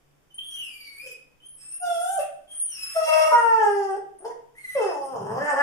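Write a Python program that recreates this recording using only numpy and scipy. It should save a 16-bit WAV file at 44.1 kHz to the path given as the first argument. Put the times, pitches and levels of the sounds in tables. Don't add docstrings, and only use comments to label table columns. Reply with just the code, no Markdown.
import sys
import numpy as np
from scipy import signal
from scipy.fft import rfft, irfft
from scipy.io import wavfile
from scipy.ndimage import uniform_filter1d

SR = 44100
rng = np.random.default_rng(int(sys.argv[2]) if len(sys.argv) > 2 else 0)


def log_audio(samples):
    frames = np.atleast_2d(samples).T
    limited = np.clip(frames, -1, 1)
    pcm = np.round(limited * 32767).astype(np.int16)
    wavfile.write(sys.argv[1], SR, pcm)


N = 247841

# (time [s], pitch [Hz], level before mouth shaping [dB],
# mouth resonance [octaves above pitch], mouth opening [dB/octave], roughness [0-1])
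CALLS = [
    [(1.02, 517, -70.5, 0.11, -19, 0), (1.06, 516, -43, 0.15, -23, 0.56), (1.14, 387, -77, 0.098, -10, 0.9)],
    [(1.795, 715, -60, 0.046, 8, 0.15), (1.83, 713.6, -25.5, 0.37, 39, 0.17),
     (1.98, 671.8, -25.5, 0.36, 58, 0.07), (2.13, 792, -29.5, 0.26, 28, 0),
     (2.17, 757, -25, 0.092, 12, 0.18), (2.195, 571, -29, 0.019, 29, 0.29),
     (2.24, 569.5, -74, 0.044, 19, 0.37)],
    [(2.94, 646, -60.5, 0.0, -19, 0), (2.965, 656.3, -19, 0.097, 0, 0.02),
     (3.04, 617.4, -33, 0.15, -5, 0.01), (3.08, 631, -21, 0.075, 2, 0.23),
     (3.33, 619, -19.5, 0.38, -3, 0.25)],
    [(3.312, 488.2, -22.5, 0.68, -21, 0.2), (3.35, 475.5, -24, 0.75, 6, 0.16),
     (3.58, 445, -24.5, 0.57, 7.5, 0.07), (3.65, 413.9, -21.5, 0.25, 9.5, 0.02),
     (3.78, 398.8, -30.5, 0.18, 10, 0.05), (3.93, 382, -33.5, 0.22, 8, 0.12),
     (3.98, 419.4, -32, -0.034, 13, 0.66)],
    [(4.18, 282, -58, 0.13, 9.5, 0.65), (4.26, 459.6, -41.5, 0.052, 4, 0.79),
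     (4.32, 478, -43, 0.098, 38, 0.48)],
    [(4.748, 603, -26.5, -0.0085, -16, 0.05), (4.765, 554, -3.5, -1.43, 8, 0.2),
     (4.81, 433.8, -19.5, 0.5, -0.5, 0.24), (4.88, 364.7, -25, 0.7, 11.5, 0.15),
     (4.96, 283.7, -30.5, 1.53, -19, 0), (5.12, 264.4, -30.5, 1.23, 3, 0.04),
     (5.19, 197.6, -30.5, 1.52, -2, 0.57), (5.3, 216.1, -30, 1.32, 7, 0.42),
     (5.36, 240.7, -24, 1.44, 0, 0.37), (5.42, 294.1, -24, 1.15, 15.5, 0.05),
     (5.5, 300.1, -19, 2.12, 11, 0.17), (5.54, 265.7, -24.5, 1.12, 4, 0.2),
     (5.619, 291.3, -13.5, 1.9, 14, 0.08)],
]
# (octave trim [dB], overtone trim [dB], treble trim [dB], subharmonics [per roughness])
CALL_TIMBRES = [(-17, 6, 4, 0.13), (-9.5, -7, -23, 0.041), (-0.5, -5.5, -26, 2.4), (8.5, 5.5, -25, 0.18),
                (11.5, 16.5, -15.5, 0.45), (-6, -5, -28, 0.59)]
# (frequency [Hz], relative level [dB])
THROAT_EQ = [(600, 28), (880, 33), (1430, 10.5), (1850, -5.5), (2300, -19), (2700, -9), (3050, -11),
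             (3400, -73), (4020, -78.5), (5200, -24), (7100, -48), (9090, -41), (15500, -44.5)]
# (centre [Hz], half width [Hz], relative level [dB])
RASP_CAVITIES = [(5125, 95, -22.5), (6820, 1000, -23), (8970, 270, -14)]
# (time [s], pitch [Hz], level [dB])
WHISTLES = [
    [(0.3, 3000, -63), (0.376, 3110, -68), (0.384, 3095, -41), (0.44, 3360, -44.5), (0.6, 3120, -49)],
    [(0.5, 2850, -63), (0.6, 3003, -35.5), (0.7, 2424, -54.5), (0.8, 2326, -51.5), (0.96, 2193, -54),
     (1.0, 2415, -40.5), (1.06, 2559, -51), (1.14, 2512, -50.5)],
    [(1.4, 2974, -59.5), (1.47, 3230, -61.5)],
    [(1.57, 2597, -75), (1.79, 2720, -62.5)],
    [(1.85, 3583, -51.5), (1.97, 3310, -50.5), (2.1, 3627, -53)],
    [(2.19, 2750, -43.5), (2.27, 2420, -70)],
    [(2.475, 3255, -54.5), (2.67, 3063, -72.5)],
    [(2.67, 3200, -60), (2.78, 2584, -54), (2.95, 2660, -55.5), (3.06, 2700, -43.5), (3.105, 2720, -33.5),
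     (3.18, 2556, -49), (3.215, 2730, -34.5), (3.27, 2797, -49), (3.35, 2760, -70)],
    [(4.55, 1890, -57.5), (4.59, 2163, -49), (4.63, 2108, -62.5), (4.65, 2043, -41), (4.74, 1998, -39.5),
     (4.76, 2100, -33.5)],
    [(4.76, 2674, -51), (4.93, 2595, -58)],
]
# (opening breath [dB], closing breath [dB], second partial [dB re breath],
# upper partials before breath colour [dB re breath])
WHISTLE_AIR = [(-80, -61.5, 4, 17), (-63, -62, 8, 8.5), (-70, -62, -14, -22), (-57, -59.5, -0.5, -20),
               (-86, -64, -22, 24.5), (-26.5, -69, -32.5, -7), (-57, -59.5, -24, -0.5),
               (-49.5, -48, 2.5, 1.5), (-57.5, -49, -4, 0), (-67, -71, 10, -18)]
# (frequency [Hz], relative level [dB])
BREATH_EQ = [(710, -41.5), (1200, -11), (3200, -14.5), (4100, -19.5), (5200, -21.5), (7600, -19.5),
             (9250, 1.5), (10600, -9.5), (12200, -15), (15500, -49.5)]
# (time [s], pitch [Hz], level [dB])
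SQUEAKS = [
    [(0.342, 9370, -38.5), (0.38, 9230, -89), (0.47, 9170, -48), (0.58, 9050, -67), (0.66, 8180, -54)],
    [(1.45, 9480, -51.5), (1.575, 10470, -54)],
    [(1.57, 8320, -59.5), (1.69, 8460, -46), (1.73, 9490, -42), (1.82, 9550, -44)],
    [(1.82, 8820, -56), (2.14, 9124, -38.5), (2.24, 8940, -58)],
    [(2.5, 8560, -56.5), (2.565, 9400, -38), (2.62, 9560, -28.5), (2.68, 9090, -39.5), (2.76, 9300, -54)],
    [(4.185, 9010, -55), (4.24, 9590, -64.5)],
]
# (frequency [Hz], time to fall 60 dB [s])
ROOM_T60 = [(300, 0.6), (2500, 0.48), (15000, 0.012)]
# (frequency [Hz], left-right correlation [0-1])
ROOM_CORRELATION = [(150, 0.27), (400, 0.14), (1200, 0.0096)]
# (frequency [Hz], relative level [dB])
HISS_EQ = [(20, -10.5), (140, -25.5), (297, -19), (439, -22.5), (15500, -44.5)]
# (centre [Hz], width [Hz], level [dB])
HUM_BANDS = [(142.8, 3.5, -74)]

JITTER, SHIMMER = 0.05, 1
BELOW_DB_PER_OCTAVE, ABOVE_DB_PER_OCTAVE = 19, 14.5
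TAUT_HZ = 600
SWELL_DB, SWELL_S = 14, 0.03
FIRM_DB, PATCHY_DB = -50, 5
FLUTTER_RAD, FLUTTER_HZ = 0.3, 300
RASP_WANDER, RASP_PATCHY_DB = 0.035, 5
RUMBLE_START_S, RUMBLE_ATTACK_S, RUMBLE_LENGTH_S = 5.1, 0.11, 0.374
RUMBLE_DB, RUMBLE_RISE_DB = -41, 15
REVERB_DB, RIGHT_LAG_SAMPLES, HISS_DB = 2, 7, -64.5
SPLIT_HZ, DIP_SHARE, CUTOFF_HZ = 4135, 0.7, 15900


def dog():
    out, airflow = np.zeros(N), np.ones(N)
    for start, voice, puffs in map(vocal_folds, map(mouth_shaping, CALLS, CALL_TIMBRES)):
        span = slice(start, start + len(voice))
        out[span] += voice
        airflow[span] += .6 * puffs
    nose = signal.butter(4, 1600, "high", fs=SR, output="sos")
    whistles = map(whistle, map(breath_drive, WHISTLES, WHISTLE_AIR))
    for start, tone, breath in [*whistles, *map(squeak, SQUEAKS)]:
        span = slice(start, start + len(tone))
        out[span] += signal.sosfilt(nose, tone * airflow[span]) + breath
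    return out


def vocal_folds(rows):
    start, fade, curves = automation(rows, fade_s=0.012)
    pitch, first_db, octave_db, overtone_db, opening_db, treble_db, sub, rough = curves
    sub, rough, size = np.clip(sub, 0, 1), np.clip(rough, 0, 1), len(pitch)
    phase = phase_of(pitch * (1 + JITTER * rough * drift(size, rate_hz=75)))
    buzz = sum(from_db(at_hz(THROAT_EQ, k * pitch) + opening_db * mouth_lift(k, pitch))
               * (k * pitch < CUTOFF_HZ) * np.sin(k * phase + rng.uniform(0, 2 * np.pi))
               for k in range(3, 28))
    low_buzz, high_buzz = crossover(buzz)
    low_air, high_air = crossover(coloured_noise(size, THROAT_EQ) * (1 + np.cos(phase)))
    overtones = (1 - rough) * low_buzz * (1 + 4.4 * sub * np.cos(phase / 2)) + 0.15 * rough * low_air
    taut = np.clip(pitch / 400 - 1, 0, .5)
    leak = 0.32 * high_air + rasp(size) * (1 + 3.06 * np.cos(phase))
    treble = (taut * high_buzz + (1 - taut) * leak) * from_db(2 * drift(size, rate_hz=2.8))
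    fifth = sub * from_db((first_db + octave_db) / 2) * np.sin(3 * phase / 2)
    body = np.sqrt(2) * (from_db(first_db) * np.sin(phase) + fifth + from_db(octave_db) * np.sin(2 * phase))
    build_up = np.clip(np.arange(size) / SR / .07, 0, 1) ** 2
    voice = body + from_db(overtone_db) * overtones + build_up * from_db(treble_db) * treble
    voice *= 1 + SHIMMER * rough * drift(size, rate_hz=38.5)
    low_cut = signal.butter(6, .85 * pitch.min(), "high", fs=SR, output="sos")
    sub_octave = sub * from_db(first_db - 34) * np.sin(phase / 2)
    puffs = sum(.75 ** k * np.cos(k * phase) for k in range(1, 5))
    puffs *= np.clip(first_db / 10 + 5, 0, 1)
    return start, fade * (signal.sosfilt(low_cut, voice) + sub_octave), fade * puffs


def mouth_shaping(rows, timbre):
    times, pitch, level_db, mouth, opening_db, rough = np.transpose(rows)
    octave_trim, overtone_trim, treble_trim, sub = timbre

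    def flank_db(octaves):
        offset = octaves - mouth
        return level_db - np.maximum(-BELOW_DB_PER_OCTAVE * offset, ABOVE_DB_PER_OCTAVE * offset)

    overtone_db = flank_db(np.maximum(mouth, np.log2(3))) + overtone_trim
    return np.transpose([times, pitch, flank_db(0), flank_db(1) + octave_trim, overtone_db,
                         opening_db, level_db + treble_trim, sub * rough, rough])


def mouth_lift(k, pitch):
    vowel = (pitch < TAUT_HZ) * np.exp(-12 * np.log2(k * pitch / 1800) ** 2)
    return np.log2(min(k, 8) / 3) + 2 * vowel


def rasp(size):
    out = 0
    for hz, half_width_hz, level_db in RASP_CAVITIES:
        gain = np.sqrt(2) * from_db(level_db + RASP_PATCHY_DB * drift(size, rate_hz=15))
        noise = drift(size, half_width_hz)
        centre_hz = hz * (1 + RASP_WANDER * drift(size, rate_hz=3.3))
        out += gain * noise * np.cos(phase_of(centre_hz))
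    return out


def whistle(rows):
    start, fade, (pitch, first_db, *air_db) = automation(rows, fade_s=0.005)
    size = len(pitch)
    phase = phase_of(pitch * (1 + 0.0038 * drift(size, rate_hz=180)))
    swell_db = -SWELL_DB * np.exp(-np.arange(size) / (SWELL_S * SR))
    second_db, upper_db, breath_db = air_db + swell_db
    partials_db = first_db, second_db, *(upper_db + 0.73 * at_hz(BREATH_EQ, k * pitch) for k in range(3, 7))
    glide = np.abs(np.gradient(np.log(pitch))) * SR
    unsteady = np.clip(np.maximum((FIRM_DB - breath_db) / 10, glide / 2), .15, 1)
    tone = 0
    for k, level_db in enumerate(partials_db):
        flicker_db = min(k, 1) * unsteady * PATCHY_DB * (drift(size, rate_hz=5.7) - 1)
        flutter = (k + .5) * unsteady * FLUTTER_RAD * drift(size, FLUTTER_HZ)
        tone += np.sqrt(2) * from_db(level_db + flicker_db) * np.sin((k + 1) * phase + flutter)
    breath = from_db(breath_db + 3 * drift(size, rate_hz=6)) * coloured_noise(size, BREATH_EQ)
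    tremble = from_db(3.5 * drift(size, rate_hz=39))
    return start, fade * tone * tremble, fade * breath


def breath_drive(rows, air):
    times, pitch, level_db = np.transpose(rows)
    opening_db, closing_db, second_trim, upper_trim = air
    breath_db = np.interp(times, times[[0, -1]], [opening_db, closing_db])
    return np.transpose([times, pitch, level_db, breath_db + second_trim, breath_db + upper_trim, breath_db])


def squeak(rows):
    start, fade, (pitch, level_db) = automation(rows, fade_s=0.0029)
    size = len(pitch)
    phase = phase_of(pitch * (1 + 0.0014 * drift(size, rate_hz=62)))
    gain = np.sqrt(2) * from_db(level_db + 3 * drift(size, rate_hz=110))
    flutter = FLUTTER_RAD / 2 * drift(size, FLUTTER_HZ)
    return start, fade * gain * np.sin(phase + flutter), 0


def chest_rumble():
    shape = [(0, -RUMBLE_RISE_DB), (RUMBLE_ATTACK_S, 0), (RUMBLE_LENGTH_S, 0)]
    start, fade, (level_db,) = automation(np.add(shape, [RUMBLE_START_S, RUMBLE_DB]), fade_s=0.076)
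    chest = signal.butter(4, [108, 210], "band", fs=SR, output="sos")
    vibration = rms_one(signal.sosfilt(chest, rng.standard_normal(len(fade))))
    out = np.zeros(N)
    out[start:start + len(fade)] = fade * from_db(level_db) * vibration
    return out


def room(x):
    t, edges = np.arange(SR) / SR, 60 * 2.0 ** np.arange(9)
    white, tail = irfft(stereo_spectra(SR, ROOM_CORRELATION), SR), 0
    for low, high in zip(edges, edges[1:]):
        band = signal.sosfilt(signal.butter(1, [low, high], "band", fs=SR, output="sos"), white)
        t60 = at_hz(ROOM_T60, np.sqrt(low * high))
        tail += band * from_db(-60 * t / t60) / np.sqrt(t60)
    tail *= np.clip(t / 0.0035, 0, 1)
    response = from_db(REVERB_DB) * tail / np.sqrt(np.sum(tail ** 2) / 2)
    response[0, 0] += from_db(2)
    response[1, RIGHT_LAG_SAMPLES] += 1
    return signal.fftconvolve(x[None], response, axes=1)[:, :N]


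def room_tone():
    colour = from_db(at_hz(HISS_EQ, np.fft.rfftfreq(N, 1 / SR)))
    out = from_db(HISS_DB) * rms_one(irfft(stereo_spectra(N, ROOM_CORRELATION) * colour, N))
    for hz, width_hz, level_db in HUM_BANDS:
        r = np.exp(-np.pi * width_hz / SR)
        resonator = [1, -2 * r * np.cos(2 * np.pi * hz / SR), r * r]
        out += from_db(level_db) * rms_one(signal.lfilter([1, 0, -1], resonator, rng.standard_normal(N)))
    return out


def automation(rows, fade_s):
    times, *columns = np.transpose(rows)
    start = int(times[0] * SR)
    t = np.arange(start, min(int(times[-1] * SR), N)) / SR
    ramp = np.clip(np.minimum(t - times[0], times[-1] - t) / fade_s, 0, 1)
    return start, np.sin(np.pi / 2 * ramp) ** 2, [np.interp(t, times, c) for c in columns]


def crossover(x):
    bands = [signal.sosfilt(signal.butter(6, SPLIT_HZ, kind, fs=SR, output="sos"), x)
             for kind in ("low", "high")]
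    return [band / np.sqrt(uniform_filter1d(band ** 2, size=2048) + 1e-12) for band in bands]


def drift(size, rate_hz):
    r = np.exp(-2 * np.pi * rate_hz / SR)
    return rms_one(signal.lfilter([1], [1, -2 * r, r * r], rng.standard_normal(size + 4000))[4000:])


def coloured_noise(size, eq):
    colour = from_db(at_hz(eq, np.fft.rfftfreq(size, 1 / SR)))
    return rms_one(irfft(rfft(rng.standard_normal(size)) * colour, size))


def stereo_spectra(size, correlation):
    alike = np.clip(at_hz(correlation, np.fft.rfftfreq(size, 1 / SR)), 0, 1)
    mid, side = rfft(rng.standard_normal((2, size)))
    return np.sqrt(1 + alike) * mid + np.sqrt(1 - alike) * side * [[1], [-1]]


def phase_of(hz):
    return 2 * np.pi * np.cumsum(hz) / SR


def at_hz(points, hz):
    frequencies, values = np.transpose(points)
    return np.interp(np.log(hz + 1e-9), np.log(frequencies), values)


def from_db(db):
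    return 10 ** (np.asarray(db) / 20)


def rms_one(x):
    return x / np.sqrt(np.mean(x ** 2) + 1e-20)


def scene():
    return room(dog()) + chest_rumble() + room_tone()


def record(dry):
    dip = signal.lfilter(*signal.iirpeak(SPLIT_HZ, Q=5, fs=SR), dry)
    top_cut = signal.cheby2(20, 60, CUTOFF_HZ, fs=SR, output="sos")
    return signal.sosfilt(top_cut, dry - DIP_SHARE * dip)


dry = scene()
out = record(dry)
log_audio(out)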